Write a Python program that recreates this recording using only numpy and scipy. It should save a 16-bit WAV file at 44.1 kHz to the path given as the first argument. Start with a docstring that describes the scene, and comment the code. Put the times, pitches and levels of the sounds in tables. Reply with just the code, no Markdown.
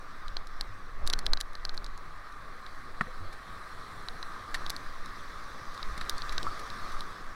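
"""A kayak runs a rocky rapid, heard from a waterproof camera worn by the paddler. Whitewater roars and fizzes
throughout; waves drive air against the microphone, the hull thumps and water gulps. Spray drops tick on the
resonant housing, thickest at 1-2 s. At 3 s the paddle knocks the hull; at 4 s a small pour-over slides past.
Wet slaps follow near 4.5 and 6 s, with more spray, as the rapid swells to its peak at 6.5 s and then recedes."""
import sys
import numpy as np
from scipy import signal
from scipy.fft import rfft, irfft, next_fast_len
from scipy.io import wavfile
from scipy.ndimage import uniform_filter1d, map_coordinates

SR = 44100
rng = np.random.default_rng(int(sys.argv[2]) if len(sys.argv) > 2 else 0)


def bounce(signal):
    """Save signal as a 16-bit WAV file at the path given by the first command-line argument."""
    frames = np.transpose(np.atleast_2d(signal))
    limited = np.clip(frames, -1, 1)
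    pcm = np.round(limited * 32767).astype(np.int16)
    wavfile.write(sys.argv[1], SR, pcm)


N = 324135

# waves under the boat: (time [s], hold [s], strength [dB])
WAVE_EVENTS = [(.26, .1, -10), (.62, .06, -12), (1.039, .29, -1), (1.656, .2, -8), (3.043, .2, -14),
               (4.52, 0.16, -12), (5.814, .22, -8), (6.29, .22, -6), (6.9, .13, -13)]
# whitewater loudness contour: (time [s], level [dB])
RAPID_CONTOUR = [(0, -62), (.85, -64), (2.1, -63), (3.9, -59), (4.3, -59), (4.65, -57), (5.3, -58.5),
                 (6.45, -53), (6.95, -54.5), (7.35, -60.5)]
# hiss from froth right around the boat: (time [s], power share [0-1])
FROTH_SHARE = [(0, 0.68), (3.5, 0.03), (5.2, 0.75), (6.5, 0.76), (7.35, 0.97)]

# noise spectra: (frequency [Hz], relative density [dB])
AIR_SPECTRUM = [(1, 11.5), (5, 8), (11, 13.5), (20, 3.5), (30, -4.5), (45, -9), (65, -21.5), (130, -36),
                (400, -48), (1500, -100)]  # air on the microphone
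POUR_SPECTRUM = [(5500, -25), (7200, -6), (8400, 1), (9300, -4), (10600, -1.5), (11800, -13), (16000, -24)]  # pour-over fizz
ROAR_SPECTRUM = [(600, -31), (900, -18.5), (1020, -6), (1110, -1.5), (1200, 1), (1300, -3.5), (1430, -8.5),
                 (1600, -6), (1700, -9), (1830, -8), (2050, -13.5), (2500, -21), (3100, -31.5), (4500, -45)]  # bubble clouds
FOAM_SPECTRUM = [(2200, -30), (2950, -11.5), (3400, -2.5), (3750, -3), (4000, 1), (4350, -3), (4900, -9),
                 (5800, -10), (6500, -17.5), (9000, -29.5)]  # foam ahead, at the housing's resonance
FROTH_SPECTRUM = [(2200, -21), (2950, -9.5), (3550, 0.5), (4300, -2), (4900, -2.5), (6000, -5.5),
                  (6700, -14), (9000, -31)]  # broader hiss all around
MIST_SPECTRUM = [(5000, -30), (6500, -2), (7700, -0.5), (8500, 1), (9300, -2), (10400, -3), (12000, -8),
                 (13700, -9), (15400, -17), (16500, -12)]  # finest spray
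CHURN_SPECTRUM = [(35, -13), (44, 2.5), (62, 0.5), (78, 4.5), (92, 5.5), (112, 0.5), (200, -2), (300, -3),
                  (600, -4), (850, -4), (1200, -17), (2500, -50)]  # deep water motion
SMACK_SPECTRUM = [(100, -13), (400, -0.5), (900, -1.5), (2000, -1), (2700, -10), (3500, 3), (5000, -0.5),
                  (9000, -27)]  # drop contact
SPATTER_SPECTRUM = [(1500, -28), (2700, -14), (3500, -0.5), (5500, 5), (7000, -1.5), (9500, -2.5),
                    (11000, -4), (11900, -8.5), (12600, -10), (13800, -23), (15200, -14), (17000, -20)]  # drop fragments
SPLASH_SPECTRUM = [(800, -18), (1700, 7), (2300, 4), (2900, -4.5), (4200, 2.5), (6500, -11.5),
                   (10500, -12.5), (15000, -34)]  # larger mass of water breaking

# damped modes: (frequency [Hz], level [dB], t60 [s])
SHELL_MODES = [(1200, -29, 0.037), (1540, -18.5, 0.023), (1860, -33, 0.019), (3480, -9.5, 0.0045),
               (4044, -0.5, 0.0078), (4494, -6, 0.0074), (6030, -22, 0.011)]  # housing under a drop
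KNOCK_MODES = [(734, -12.5, 0.033), (1165, -13.5, 0.048), (1330, 0, 0.018), (1450, -0.5, .015),
               (1820, 2.5, .016), (2220, -17, 0.0092)]  # housing under a blow to the boat
HULL_MODES = [(170, -4.5, 0.085), (219, 1, 0.053), (384, -8, 0.055)]  # hollow hull

# low rings, hull thumps (near 1.0, 3.2 and 5.9 s) and air pockets closing: (time [s], level [dB], start pitch
# [Hz], t60 [s])
LOW_RINGS = [(.69, -37.5, 99, 0.23), (1.0, -26.5, 51.6, 0.2), (3.078, -41, 504, 0.13),
             (3.2, -34.5, 90.5, 0.31), (5.901, -30, 51.5, .25), (6.467, -18.5, 1140, 0.028),
             (6.474, -26.5, 1290, 0.053)]
# spray sheets on the housing: (time [s], level [dB], rise [s])
SPRAY_SHEETS = [(1.064, -46, 0.0028), (1.106, -48, 0.0011), (1.129, -39, 0.0022), (1.1886, -47, 0.0023),
                (1.402, -41, 0.0025), (1.742, -52, 0.0024), (3.324, -54.5, 0.005), (5.742, -53, 0.0035),
                (5.976, -47.5, 0.0027), (6.322, -44.5, 0.0032), (6.593, -49.5, 0.0032),
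                (6.918, -53.5, .003)]
# drops on the housing: (time [s], impact [dB], spatter [dB])
DROP_HITS = [(0.2806, -33.5, -51), (0.3673, -22.5, -52), (0.47, -41, -53), (0.6094, -25, -40.5),
             (1.074, -25, -31), (1.0992, -21.5, -42), (1.1341, -11.5, -39), (1.189, -28, -41),
             (1.264, -17, -38), (1.3329, -12.5, -38), (1.3717, -25, -66), (1.4101, -21.5, -34),
             (1.5517, -29.5, -53), (1.6505, -22, -49), (1.6923, -24.5, -59), (1.7759, -26, -53),
             (1.843, -38, -48), (1.8628, -35.5, -54), (1.976, -52, -55), (2.6634, -36.5, -59),
             (4.0844, -25, -57), (4.2271, -27, -54), (4.663, -26.5, -47), (4.6964, -30, -39),
             (4.7012, -23, -30), (4.7633, -28, -45), (5.7757, -35, -63), (5.828, -27.5, -56),
             (6.0104, -32, -47), (6.0945, -20, -29), (6.18, -33, -46), (6.219, -27, -60),
             (6.2931, -27.5, -51), (6.3793, -17, -45), (6.429, -29.5, -42), (6.701, -33, -53),
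             (7.006, -27.5, -45)]
# paddle and wave blows: (time [s], level [dB], boom offset [dB], splash offset [dB])
BOAT_BLOWS = [(3.0099, -11, -13, -29), (3.0161, -25.5, -21, -39), (3.070, -31, -10, -33),
              (4.5435, -25, -30, -1.5), (4.55, -24.5, -34, -17), (5.977, -32, -2, -17),
              (6.012, -26.5, -16, -11.5)]


def amp(db):
    """Decibels to amplitude."""
    return 10 ** (np.asarray(db) / 20)


def unit(x):
    """Scale to rms 1."""
    return x / np.sqrt(np.mean(x ** 2) + 1e-20)


def gain_at(spectrum, hz):
    """Spectrum amplitude, interpolated over log frequency."""
    knots_hz, db = np.transpose(spectrum)
    return amp(np.interp(np.log(hz + 1e-3), np.log(knots_hz), db))


def curve(points):
    """(time [s], value) points to one value per sample."""
    return np.interp(np.arange(N) / SR, *np.transpose(points))


def wobble(rate_hz):
    """Smooth random curve with knots at rate_hz."""
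    knots = rng.standard_normal(int(N * rate_hz / SR) + 4)
    return map_coordinates(knots, [np.arange(N) * rate_hz / SR])


def filtered(x, response):
    """Apply a gain given as a function of frequency."""
    size = next_fast_len(N + SR // 2)
    return irfft(rfft(x, size) * response(np.fft.rfftfreq(size, 1 / SR)), size)[:N]


def impulse(spectrum, size=2048):
    """Minimum-phase click of energy 1 with this spectrum."""
    cepstrum = irfft(np.log(gain_at(spectrum, np.fft.rfftfreq(size, 1 / SR))))
    cepstrum[1:size // 2] *= 2
    cepstrum[size // 2 + 1:] = 0
    click = irfft(np.exp(rfft(cepstrum)))
    return click / np.linalg.norm(click)


def add(track, at_s, sound):
    """Mix a sound into the track."""
    part = track[round(at_s * SR):][:len(sound)]
    part += sound[:len(part)]


def ring(modes, t, scatter_db, detune):
    """Damped modes, varied per strike."""
    draws = rng.standard_normal((len(modes), 2))
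    return sum(amp(db + scatter_db * level_draw - 60 * t / t60_s)
               * np.sin(2 * np.pi * hz * (1 + detune * pitch_draw) * t)
               for (hz, db, t60_s), (level_draw, pitch_draw) in zip(modes, draws))


def rush(spectrum, patchy_db, pops=0, pops_per_s=300):
    """Patchy noise of rms 1; pops weights single bursting bubbles."""
    bins = signal.stft(rng.standard_normal(N), nperseg=512)[2]
    patches = uniform_filter1d(rng.standard_normal(bins.shape), size=5, axis=0)
    patches = uniform_filter1d(patches, size=10, axis=1)
    wash = signal.istft(bins * amp(patchy_db * unit(patches)), nperseg=512)[1][:N]
    bursts = (rng.random(N) < pops_per_s / SR) * rng.standard_normal(N)
    return unit(filtered(unit(wash) + pops * unit(bursts), lambda hz: gain_at(spectrum, hz)))


def wave_force(attack_s=0.06, release_s=0.076):
    """Each wave builds, holds and lets go of the boat."""
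    t = np.arange(N) / SR
    force = np.zeros(N)
    for at_s, hold_s, db in WAVE_EVENTS:
        before_s, after_s = np.maximum(at_s - t, 0), np.maximum(t - at_s - hold_s, 0)
        force += amp(db) * np.exp(-before_s / attack_s - after_s / release_s)
    return force


def buffeting(breeze_db=-39.5, wave_db=-23):
    """Air pushes on the microphone in deep lumps, hardest when a wave throws the boat."""
    return np.hypot(amp(breeze_db), amp(wave_db) * wave_force()) * rush(AIR_SPECTRUM, patchy_db=1.0)


def pour_over(closest_s=4, pass_s=0.5, closest_db=-70.5):
    """Fine spray of a passing pour-over, falling as 1 / distance."""
    distance = np.hypot(1, (np.arange(N) / SR - closest_s) / pass_s)
    level = amp(closest_db + 0.8 * wobble(6.9)) / distance
    return level * rush(POUR_SPECTRUM, patchy_db=0, pops=0.25, pops_per_s=550)


def whitewater():
    """Bubble clouds roar, foam hisses, mist fizzes; all follow the rapid. 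Waves stir roar and churn."""
    rapid_db = curve(RAPID_CONTOUR)
    rise_db = rapid_db - rapid_db.mean()
    froth_share = curve(FROTH_SHARE)
    swell, force = wobble(9), wave_force()

    roar_level = np.hypot(amp(-47 + 0.64 * rise_db), amp(-50) * force) * amp(0.5 * swell)
    roar = roar_level * rush(ROAR_SPECTRUM, patchy_db=1.34, pops=0.32, pops_per_s=250)

    foam = np.sqrt(1 - froth_share) * rush(FOAM_SPECTRUM, patchy_db=2.3, pops=0.17, pops_per_s=400)
    froth = np.sqrt(froth_share) * rush(FROTH_SPECTRUM, patchy_db=2.5, pops=0.32, pops_per_s=400)
    hiss = amp(-59.5 + 1.01 * rise_db + 0.44 * swell) * (foam + froth)

    mist_level = amp(-70.5 + 1.1 * rise_db + 0.56 * swell)
    mist = mist_level * rush(MIST_SPECTRUM, patchy_db=2.5, pops=0.3, pops_per_s=600)

    churn_level = np.hypot(amp(-53.5 + 0.64 * rise_db), amp(-49) * force) * amp(0.81 * wobble(12))
    churn = churn_level * rush(CHURN_SPECTRUM, patchy_db=1.5)
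    return roar + hiss + mist + churn


def thumps_and_gulps():
    """Hull thumps and trapped air pockets ring with a soft start and slightly rising pitch."""
    out, t = np.zeros(N), np.arange(SR // 3) / SR
    for at_s, db, hz, t60_s in LOW_RINGS:
        cycles = hz * t * (1 + 0.043 * t / t60_s)
        envelope = amp(db - 60 * t / t60_s) * (1 - np.exp(-cycles))
        add(out, at_s, envelope * np.sin(2 * np.pi * cycles))
    return out


def sprays():
    """Sheets of droplets crest on the housing within milliseconds, then drain."""
    out, t = np.zeros(N), np.arange(SR // 10) / SR
    spatter_ir, splash_ir = impulse(SPATTER_SPECTRUM), impulse(SPLASH_SPECTRUM)
    for at_s, db, rise_s in SPRAY_SHEETS:
        envelope = t / rise_s * np.exp(1 - t / rise_s)
        fine, coarse = rng.laplace(size=(2, len(t))) * envelope
        add(out, at_s, amp(db - 4.5) * signal.fftconvolve(fine, spatter_ir))
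        add(out, at_s, amp(db) * signal.fftconvolve(coarse, splash_ir))
    return out


def stray_drops(count=7, flight_s=0.46, impact_db=-47, spatter_db=-53.5, spread_db=2):
    """Faint drops thrown up by the waves; rows as in DROP_HITS."""
    thrown = np.cumsum(wave_force())
    quantiles = (np.arange(count) + rng.random(count)) / count
    launch_s = np.searchsorted(thrown / thrown[-1], quantiles) / SR
    size_db = spread_db * rng.standard_normal(count)
    return [(at_s + flight_s, impact_db + db, spatter_db + db) for at_s, db in zip(launch_s, size_db)]


def drops(flatten_s=0.00041, contact_t60_s=0.0089, burst_t60_s=0.0053, clump_t60_s=0.028):
    """Each drop smacks and rings the housing, then bursts; fragments land in clumps."""
    out, t = np.zeros(N), np.arange(SR // 20) / SR
    smack_ir, spatter_ir = impulse(SMACK_SPECTRUM), impulse(SPATTER_SPECTRUM)
    for at_s, impact_db, spatter_db in DROP_HITS + stray_drops():
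        onset = 1 - np.exp(-(t / flatten_s) ** 2)
        shell = ring(SHELL_MODES, t, scatter_db=0, detune=0.029) * onset
        contact = rng.standard_normal(len(t)) * amp(-60 * t / contact_t60_s)
        flutter = unit(uniform_filter1d(rng.standard_normal(len(t)), size=64))
        clumps = amp(7.4 * np.minimum(flutter, 1.8) - 13 - 60 * t / clump_t60_s)
        spatter = rng.standard_normal(len(t)) * (amp(-60 * t / burst_t60_s) + clumps)
        add(out, at_s + 0.001106, amp(impact_db + 5.5) * shell)
        add(out, at_s + 0.001108, amp(impact_db - 8.5) * signal.fftconvolve(contact, smack_ir))
        add(out, at_s + 0.0009, amp(spatter_db + 4.5) * signal.fftconvolve(spatter, spatter_ir))
    return out


def blows(attack_s=0.00058, splash_t60_s=0.048):
    """Paddle and waves strike the boat: the housing knocks, the hull booms, water splashes."""
    out, t = np.zeros(N), np.arange(SR // 5) / SR
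    splash_ir = impulse(SPLASH_SPECTRUM)
    for at_s, db, boom_db, splash_db in BOAT_BLOWS:
        knock = ring(KNOCK_MODES, t, scatter_db=0.1, detune=0.0024) * (1 - np.exp(-t / attack_s))
        boom = ring(HULL_MODES, t, scatter_db=1, detune=0.0095)
        burst = rng.standard_normal(len(t)) * amp(-60 * t / splash_t60_s)
        splash = signal.fftconvolve(burst, splash_ir)[:len(t)]
        add(out, at_s, amp(db) * (amp(-4) * knock + amp(boom_db - 6.5) * boom + amp(splash_db) * splash))
    return out


def scene():
    """Mono sum at the microphone."""
    return (whitewater() + pour_over() + buffeting() + drops() + sprays() + blows() + thumps_and_gulps())[None]


def record(dry):
    """The camera's band limit."""
    cutoff_hz = 15850
    return filtered(dry[0], lambda hz: hz < cutoff_hz)[None]


dry = scene()
out = record(dry)
bounce(out)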